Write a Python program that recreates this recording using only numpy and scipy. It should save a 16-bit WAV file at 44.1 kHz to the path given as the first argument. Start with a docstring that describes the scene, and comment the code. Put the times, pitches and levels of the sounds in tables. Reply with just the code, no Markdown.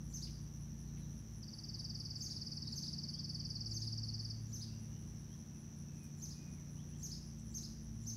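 """A bird's dry trill, a train of frequency-modulated tones, swells and eases in a summer flower garden.
A second bird gives sharp two-note chirps and others whistle far off; trees and fence scatter the sound.
By stridulation a ground cricket drones near 6 kHz and tiny katydids lisp and buzz above it.
Stems tick, and the harmonics of a distant mower hum under the broadband hiss of the open air."""
import sys
import numpy as np
from scipy import signal
from scipy.fft import rfft, irfft
from scipy.io import wavfile
from scipy.ndimage import uniform_filter1d

SR = 44100
rng = np.random.default_rng(int(sys.argv[2]) if len(sys.argv) > 2 else 0)


def output_pcm(signal):
    """Save a mono or channel-first signal as 16-bit PCM at the path in sys.argv[1].

    Samples are clipped to [-1, 1] before scaling.
    """
    pcm = np.clip(np.atleast_2d(signal).T, -1, 1) * 32767
    wavfile.write(sys.argv[1], SR, np.round(pcm).astype(np.int16))


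N = 359856
TIME = np.arange(N) / SR


def undb(db):
    """Amplitude ratio of a level in decibels."""
    return 10 ** (np.asarray(db) / 20)


def unit(x):
    """Normalisation to an rms of 1."""
    return x / np.sqrt(np.mean(x ** 2))


def add(out, start, x):
    """Superposition: x is summed into out from a start time in seconds."""
    i = int(round(start * SR))
    a, b = max(i, 0), min(i + len(x), N)
    if b > a:
        out[a:b] += x[a - i:b - i]


def wander(rate_hz):
    """Low-pass random fluctuation with a standard deviation near 1."""
    hold = int(SR / rate_hz)
    steps = np.repeat(rng.standard_normal(N // hold + 1), hold)
    return 1.3 * uniform_filter1d(uniform_filter1d(steps, hold), hold)[:N]


def resonate(x, hz, width_hz):
    """Two equal resonators in cascade pass a band with steep skirts."""
    b, a = signal.iirpeak(min(hz, SR * .45), hz / width_hz, fs=SR)
    return signal.lfilter(b, a, signal.lfilter(b, a, x))


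def band(hz, width_hz, samples=N):
    """Resonance driven by white noise, at an rms of 1."""
    return unit(resonate(rng.standard_normal(samples), hz, width_hz))


def phase_of(hz):
    """Phase in radians is the time integral of frequency."""
    return 2 * np.pi * np.cumsum(hz) / SR


def reverberate(x, wet_db, t60, onset_s=.0024):
    """Scattering by leaves, fence and trees adds a diffuse tail that falls 60 dB in t60 seconds."""
    t = np.arange(SR) / SR
    tail = rng.standard_normal(SR) * undb(-60 * t / t60) * (1 - np.exp(-(t / onset_s) ** 2))
    return x + undb(wet_db) * signal.fftconvolve(x, tail / np.linalg.norm(tail))[:N]


# Spectrum of the open air: (frequency [Hz], relative spectral density [dB])
AIR_SPECTRUM = [(22, -29), (36, -9), (70, 2.5), (130, 0.5), (230, -2.5), (330, -11.5), (500, -19.5),
                (1000, -25), (1400, -28), (1750, -27), (2100, -30), (5000, -33.5), (8000, -38),
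                (12000, -36.5), (15500, -44)]

def open_air():
    """Incoherent sources, far traffic and leaves, sum to coloured noise that swells slightly."""
    hz, db = np.transpose(AIR_SPECTRUM)
    colour = undb(np.interp(np.log(np.fft.rfftfreq(N, 1 / SR) + 1), np.log(hz), db))
    hiss = unit(irfft(rfft(rng.standard_normal(N)) * colour, N))
    return hiss * undb(-56 + .5 * wander(1.296))


# Exhaust spectrum: (harmonic number, relative level [dB])
EXHAUST_HARMONICS = [(3, -8.5), (4, -19.5), (5, 0), (6, -5), (7, -15), (8, -13.5), (9, -39), (10, -18),
                     (11, -24), (12, -24)]
# Envelopes of exhaust, blade hum, its octave and low rumble: (time [s], relative level [dB])
EXHAUST_ENVELOPE = [(0.0, -53), (0.39, -56), (1.11, -51.5), (1.23, -59), (3.38, -50.5), (3.82, -58),
                    (4.7, -55), (5.27, -56.5), (7.07, -53), (7.3, -56), (8.05, -57), (8.16, -66)]
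BLADE_ENVELOPE = [(0.0, -58), (1.0, -57.5), (2.13, -52), (2.54, -63), (2.68, -52.5), (2.82, -67),
                  (3.86, -45), (4.95, -52), (5.07, -59), (6.59, -67.5), (6.73, -55), (6.82, -69.5),
                  (7.54, -55), (7.82, -62), (7.98, -50), (8.16, -49.5)]
OCTAVE_ENVELOPE = [(0.0, -56), (1.02, -61), (1.59, -56), (2.07, -60), (4.16, -55.5), (4.43, -63),
                   (4.5, -55.5), (6.84, -61), (7.16, -55.5), (8.16, -53.5)]
RUMBLE_ENVELOPE = [(0.0, -50), (3.18, -64), (3.41, -56.5), (6.11, -65), (7.93, -51.5), (8.16, -61.5)]

def mower():
    """Line spectrum: exhaust and belt-driven blades share one speed; the air makes each line fade."""
    firing_hz = 28.92 + .065 * TIME
    blade_ratio = 3.79  # blade hum frequency over firing rate
    phase = phase_of(firing_hz * (1 + .00307 * wander(7)))
    envelopes = EXHAUST_ENVELOPE, BLADE_ENVELOPE, OCTAVE_ENVELOPE, RUMBLE_ENVELOPE
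    exhaust_db, blade_db, octave_db, rumble_db = (np.interp(TIME, *np.transpose(e)) for e in envelopes)

    def partial(multiple, db, fade_db):
        amplitude = np.sqrt(2) * undb(db + fade_db * wander(5))
        return amplitude * np.sin(multiple * phase + rng.uniform(0, 2 * np.pi))

    exhaust = sum(partial(k, exhaust_db + 1.5 + db, fade_db=.67) for k, db in EXHAUST_HARMONICS)
    blades = partial(blade_ratio, blade_db + .7, fade_db=.76)
    blades += partial(2 * blade_ratio, octave_db - 1, fade_db=.5)
    blades += partial(3 * blade_ratio, -76.5, fade_db=3.5)
    shaft = partial(2, rumble_db - .9, fade_db=-1.2)
    rumble = undb(rumble_db - 10.5) * band(56, 54)
    return exhaust + blades + shaft + rumble


# Dry ticks: (time [s], centre frequency [Hz], bandwidth [Hz], level [dB])
STEM_TICKS = [(0.271, 2930, 1800, -62), (.97, 2400, 1500, -68), (5.935, 8500, 3000, -76),
              (6.033, 9600, 8000, -65.5), (7.39, 8000, 3950, -71)]

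def stem_ticks():
    """Damped transients: each crack among the stems is a noise band in exponential decay."""
    out = np.zeros(N)
    t = np.arange(SR // 10) / SR
    t60 = .085
    for start, hz, width_hz, db in STEM_TICKS:
        add(out, start, band(hz, width_hz)[:len(t)] * undb(db - 60 * t / t60))
    return reverberate(out, wet_db=.5, t60=.16)


def buzzing_katydid():
    """Narrow-band noise near 12 kHz: a thin buzz is held, then decays exponentially."""
    hold_s, decay_db_per_s = 2.1, 40
    decay_db = decay_db_per_s * np.maximum(TIME - hold_s, 0)
    return band(11850, 600) * undb(-85.5 - decay_db + wander(40))


# Runs of lisps from two katydids: (start [s], end [s], lisp rate [Hz])
QUICK_LISPS = [(.05, 1.65, 5.29), (1.81, 4.15, 5.36), (4.23, 6.28, 5.1), (6.35, 8.12, 5.4)]
SLOW_LISPS = [(.09, .95, 4.08), (1.14, 3.45, 4.5), (3.53, 4.4, 5.35), (4.62, 8.1, 4.2)]

def lisping_katydid(runs, hz, width_hz, lisp_s, db):
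    """Stridulation: each lisp is a quick run of wing scrapes ringing one high resonance."""
    gate = np.zeros(N)
    t = np.arange(-lisp_s, lisp_s, 1 / SR)
    lisp = np.exp(-(2 * t / lisp_s) ** 4)
    for start, end, rate in runs:
        for centre in np.arange(start, end, 1 / rate):
            add(gate, centre - lisp_s + .0057 * rng.standard_normal(), lisp)
    scrape_hz = 126 * (1 + .07 * wander(25))
    scrapes = np.exp(np.cos(phase_of(scrape_hz)))
    wing = np.sin(phase_of(hz + width_hz / 2 * wander(900)))
    return undb(db) * reverberate(gate * unit(scrapes * wing), wet_db=-7.5, t60=.4)


# One wing stroke, opening then closing: (cycle position [0-1], frequency [Hz], force [0-1])
WING_STROKE = [(0, 6366, 0), (.17, 6147, 0.24), (0.331, 5678, 0.01), (0.419, 5667, 0.37),
               (0.532, 5795, 0.55), (.66, 6116, 0.26), (.8, 6110, 0), (1, 6290, 0)]

def cricket():
    """Modulated stridulation: each stroke slides a tone down and up; the strokes falter and catch up."""
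    stroke_hz, falter_hz = 82.7, 12.5
    falter = phase_of(falter_hz * (1 + .02 * wander(6.1)))
    stroke_phase = phase_of(stroke_hz * (1 + .003 * wander(11))) + .5 * np.sin(falter)
    position = stroke_phase / (2 * np.pi) % 1
    knots, *columns = np.transpose(WING_STROKE)
    hz, force = (np.interp(position, knots, column) for column in columns)
    force *= (1 + .24 * np.cos(falter)) * undb(.8 * wander(60))
    wing = unit(force * np.sin(phase_of(hz + 50 * wander(400))))
    octave = undb(-81) * force * (band(11900, 200) + band(12250, 130))
    # more crickets further off blend into a steady sheen
    chorus = band(6140, 800) * undb(wander(3.6))
    chorus += undb(-.5) * band(5405, 220) + undb(-15.5) * band(6285, 150)
    return undb(-65.5) * reverberate(wing, wet_db=-5.5, t60=.064) + octave + undb(-77) * chorus


def add_note(out, start, contour, db, pitch=1, octave_db=-30, rasp=.003, breath_db=-60):
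    """Frequency modulation: a bird's near-sine glides, with random rasp, a weak octave and breath."""
    times, hz, level_db = np.transpose(contour)
    t = np.arange(times[0], times[-1], 1 / SR)
    jitter = unit(uniform_filter1d(rng.standard_normal(SR // 2), size=40))[:len(t)]
    glide_hz = pitch * uniform_filter1d(np.interp(t, times, hz), size=130)
    phase = phase_of(glide_hz * (1 + rasp * jitter))
    envelope = undb(np.interp(t, times, level_db))
    tone = np.sqrt(2) * np.sin(phase)
    octave = np.sqrt(2) * undb(octave_db) * np.sin(2 * phase)
    breath = undb(breath_db) * band(8900, 20500, samples=SR // 2)[:len(t)]
    # the throat favours the middle of the note; octave and breath fade less towards its ends
    note = envelope * tone + np.sqrt(envelope) * (octave + breath)
    add(out, start + times[0], undb(db) * signal.windows.tukey(len(t), .1) * note)


# Whistles: (time [s], duration [s], start frequency [Hz], end frequency [Hz], relative level [dB])
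FAR_WHISTLES = [(0.851, 0.061, 4400, 3700, -77), (0.988, .07, 4340, 3390, -72.5),
                (1.75, 0.068, 4300, 3600, -74), (2.643, 0.078, 3850, 4240, -64),
                (3.126, 0.073, 2970, 3780, -68.5), (3.39, 0.027, 3400, 2810, -72),
                (4.688, 0.09, 2690, 2803, -69.5), (4.919, .06, 2850, 3070, -72),
                (5.293, 0.057, 3000, 3450, -71), (5.508, .09, 2620, 2530, -78),
                (5.867, .22, 2600, 2430, -70.5), (6.338, 0.16, 2482, 2474, -70.5),
                (6.533, 0.065, 2344, 2193, -73), (6.759, 0.065, 2765, 3690, -68),
                (6.908, 0.057, 2500, 3620, -70)]

def far_birds():
    """At a distance the diffuse field outweighs the direct sound: soft slurs trail off in the trees."""
    out = np.zeros(N)
    for start, length, from_hz, to_hz, db in FAR_WHISTLES:
        middle_hz = from_hz + .4 * (to_hz - from_hz)
        contour = [(0, from_hz, -6), (length / 2, middle_hz, 0), (length, to_hz, -3)]
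        add_note(out, start, contour, db, rasp=.033)
    blurred = reverberate(out, wet_db=3, t60=.08, onset_s=.001)
    return undb(-8) * reverberate(blurred, wet_db=-3, t60=1)


# Chirps: (time [s], high note's relative level [dB], low note's relative level [dB], pitch ratio)
CHIRP_CALLS = [(0.154, -44, -43.5, 0.98), (2.234, -44, -43, 0.99), (2.773, -45, -43, 0.96),
               (3.752, -47, -46, 0.97), (4.545, -45.5, -44, 0.95), (6.237, -45, -50, 0.98),
               (7.045, -42.5, -44, 1), (7.563, -41.5, -46, 0.99), (8.084, -42.5, -55, 0.97)]
# Contours within a chirp: (time offset [s], frequency [Hz], relative level [dB])
HIGH_NOTE = [(-.030, 3850, -28), (-.021, 4800, -16), (-.0175, 5600, -8), (-.013, 6250, -1),
             (-.005, 6520, 0), (.004, 6400, 0), (.012, 5950, -1.5), (.019, 5300, -5), (.025, 4400, -14),
             (.033, 3500, -29)]
LOW_NOTE = [(.060, 3800, -23), (.068, 4350, -8), (.075, 4900, -1), (.084, 5350, 0), (.090, 5000, -2),
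            (.096, 4250, -9), (.103, 3450, -24)]
SQUEAK_CONTOUR = [(-.075, 6860, -37), (-.05, 7440, -19.5), (-.026, 7100, -16.5), (0, 6800, -53),
                  (.035, 6500, -29), (.055, 6750, -5), (.072, 6200, -25)]

def chirping_bird():
    """Biphonation: one side of the syrinx sings a high arch, then a low one, while the other squeaks."""
    out = np.zeros(N)
    for start, high_db, low_db, pitch in CHIRP_CALLS:
        add_note(out, start, HIGH_NOTE, high_db, pitch, octave_db=-18, rasp=.0237, breath_db=-34)
        add_note(out, start, LOW_NOTE, low_db, pitch, octave_db=-22, rasp=.038, breath_db=-33)
        add_note(out, start, SQUEAK_CONTOUR, -47, pitch, octave_db=-38, rasp=.045, breath_db=-19)
    # twigs around the perch blur each note before the garden echoes it
    blurred = reverberate(out, wet_db=-7, t60=.05, onset_s=.001)
    return undb(-5) * reverberate(blurred, wet_db=-2, t60=.52, onset_s=.0063)


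# A down-slur that flicks up at its end: (time offset [s], frequency [Hz], relative level [dB])
TRILL_SYLLABLE = [(-.007, 6150, -26), (-.004, 5710, -9), (0, 5220, -3), (.005, 4760, -2), (.010, 4420, -6),
                  (.013, 4510, -7), (.0155, 5050, -7.5), (.0172, 6830, -29), (.020, 8400, -31)]
# Tempo of the trill, flagging at the end: (time [s], syllable rate [Hz])
SYLLABLE_RATE = [(1.43, 19.09), (2.4, 19.41), (3.4, 19.21), (4.3, 18.36)]

def trilling_bird():
    """A pulse train of frequency sweeps, about 19 a second, swells and eases as its pitch settles."""
    start_s, attack_s, syllables = 1.43, .33, 56
    peak_s, peak_db = 3.78, -40.6
    swell_db_per_s, ease_db_per_s = 1.05, 3.5
    out, now = np.zeros(N), start_s
    for _ in range(syllables):
        age, past_peak = now - start_s, now - peak_s
        entry_db = -8.5 * max(1 - age / attack_s, 0)
        swell_db = min(swell_db_per_s * past_peak, -ease_db_per_s * past_peak)
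        db = peak_db + entry_db + swell_db + .27 * rng.standard_normal()
        pitch = 1 + .013 * np.exp(-age / .85) + .0067 * rng.standard_normal()
        add_note(out, now, TRILL_SYLLABLE, db, pitch, octave_db=-39, rasp=.0047)
        now += 1 / np.interp(now, *np.transpose(SYLLABLE_RATE))
    return reverberate(out, wet_db=-6.5, t60=.53, onset_s=.0027)


def scene():
    """Linear superposition: the pressures of all sources add at one point."""
    quick = lisping_katydid(QUICK_LISPS, hz=10120, width_hz=190, lisp_s=.043, db=-74)
    slow = lisping_katydid(SLOW_LISPS, hz=9790, width_hz=320, lisp_s=.083, db=-78.5)
    insects = quick + slow + cricket() + buzzing_katydid()
    birds = trilling_bird() + chirping_bird() + far_birds()
    background = stem_ticks() + mower() + open_air()
    return (background + insects + birds)[None]


def record(dry):
    """Band limiting: a steep elliptic low-pass removes the highest treble."""
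    cutoff_hz = 15700
    return signal.sosfilt(signal.ellip(10, .2, 70, cutoff_hz, fs=SR, output="sos"), dry)


dry = scene()
out = record(dry)
output_pcm(out)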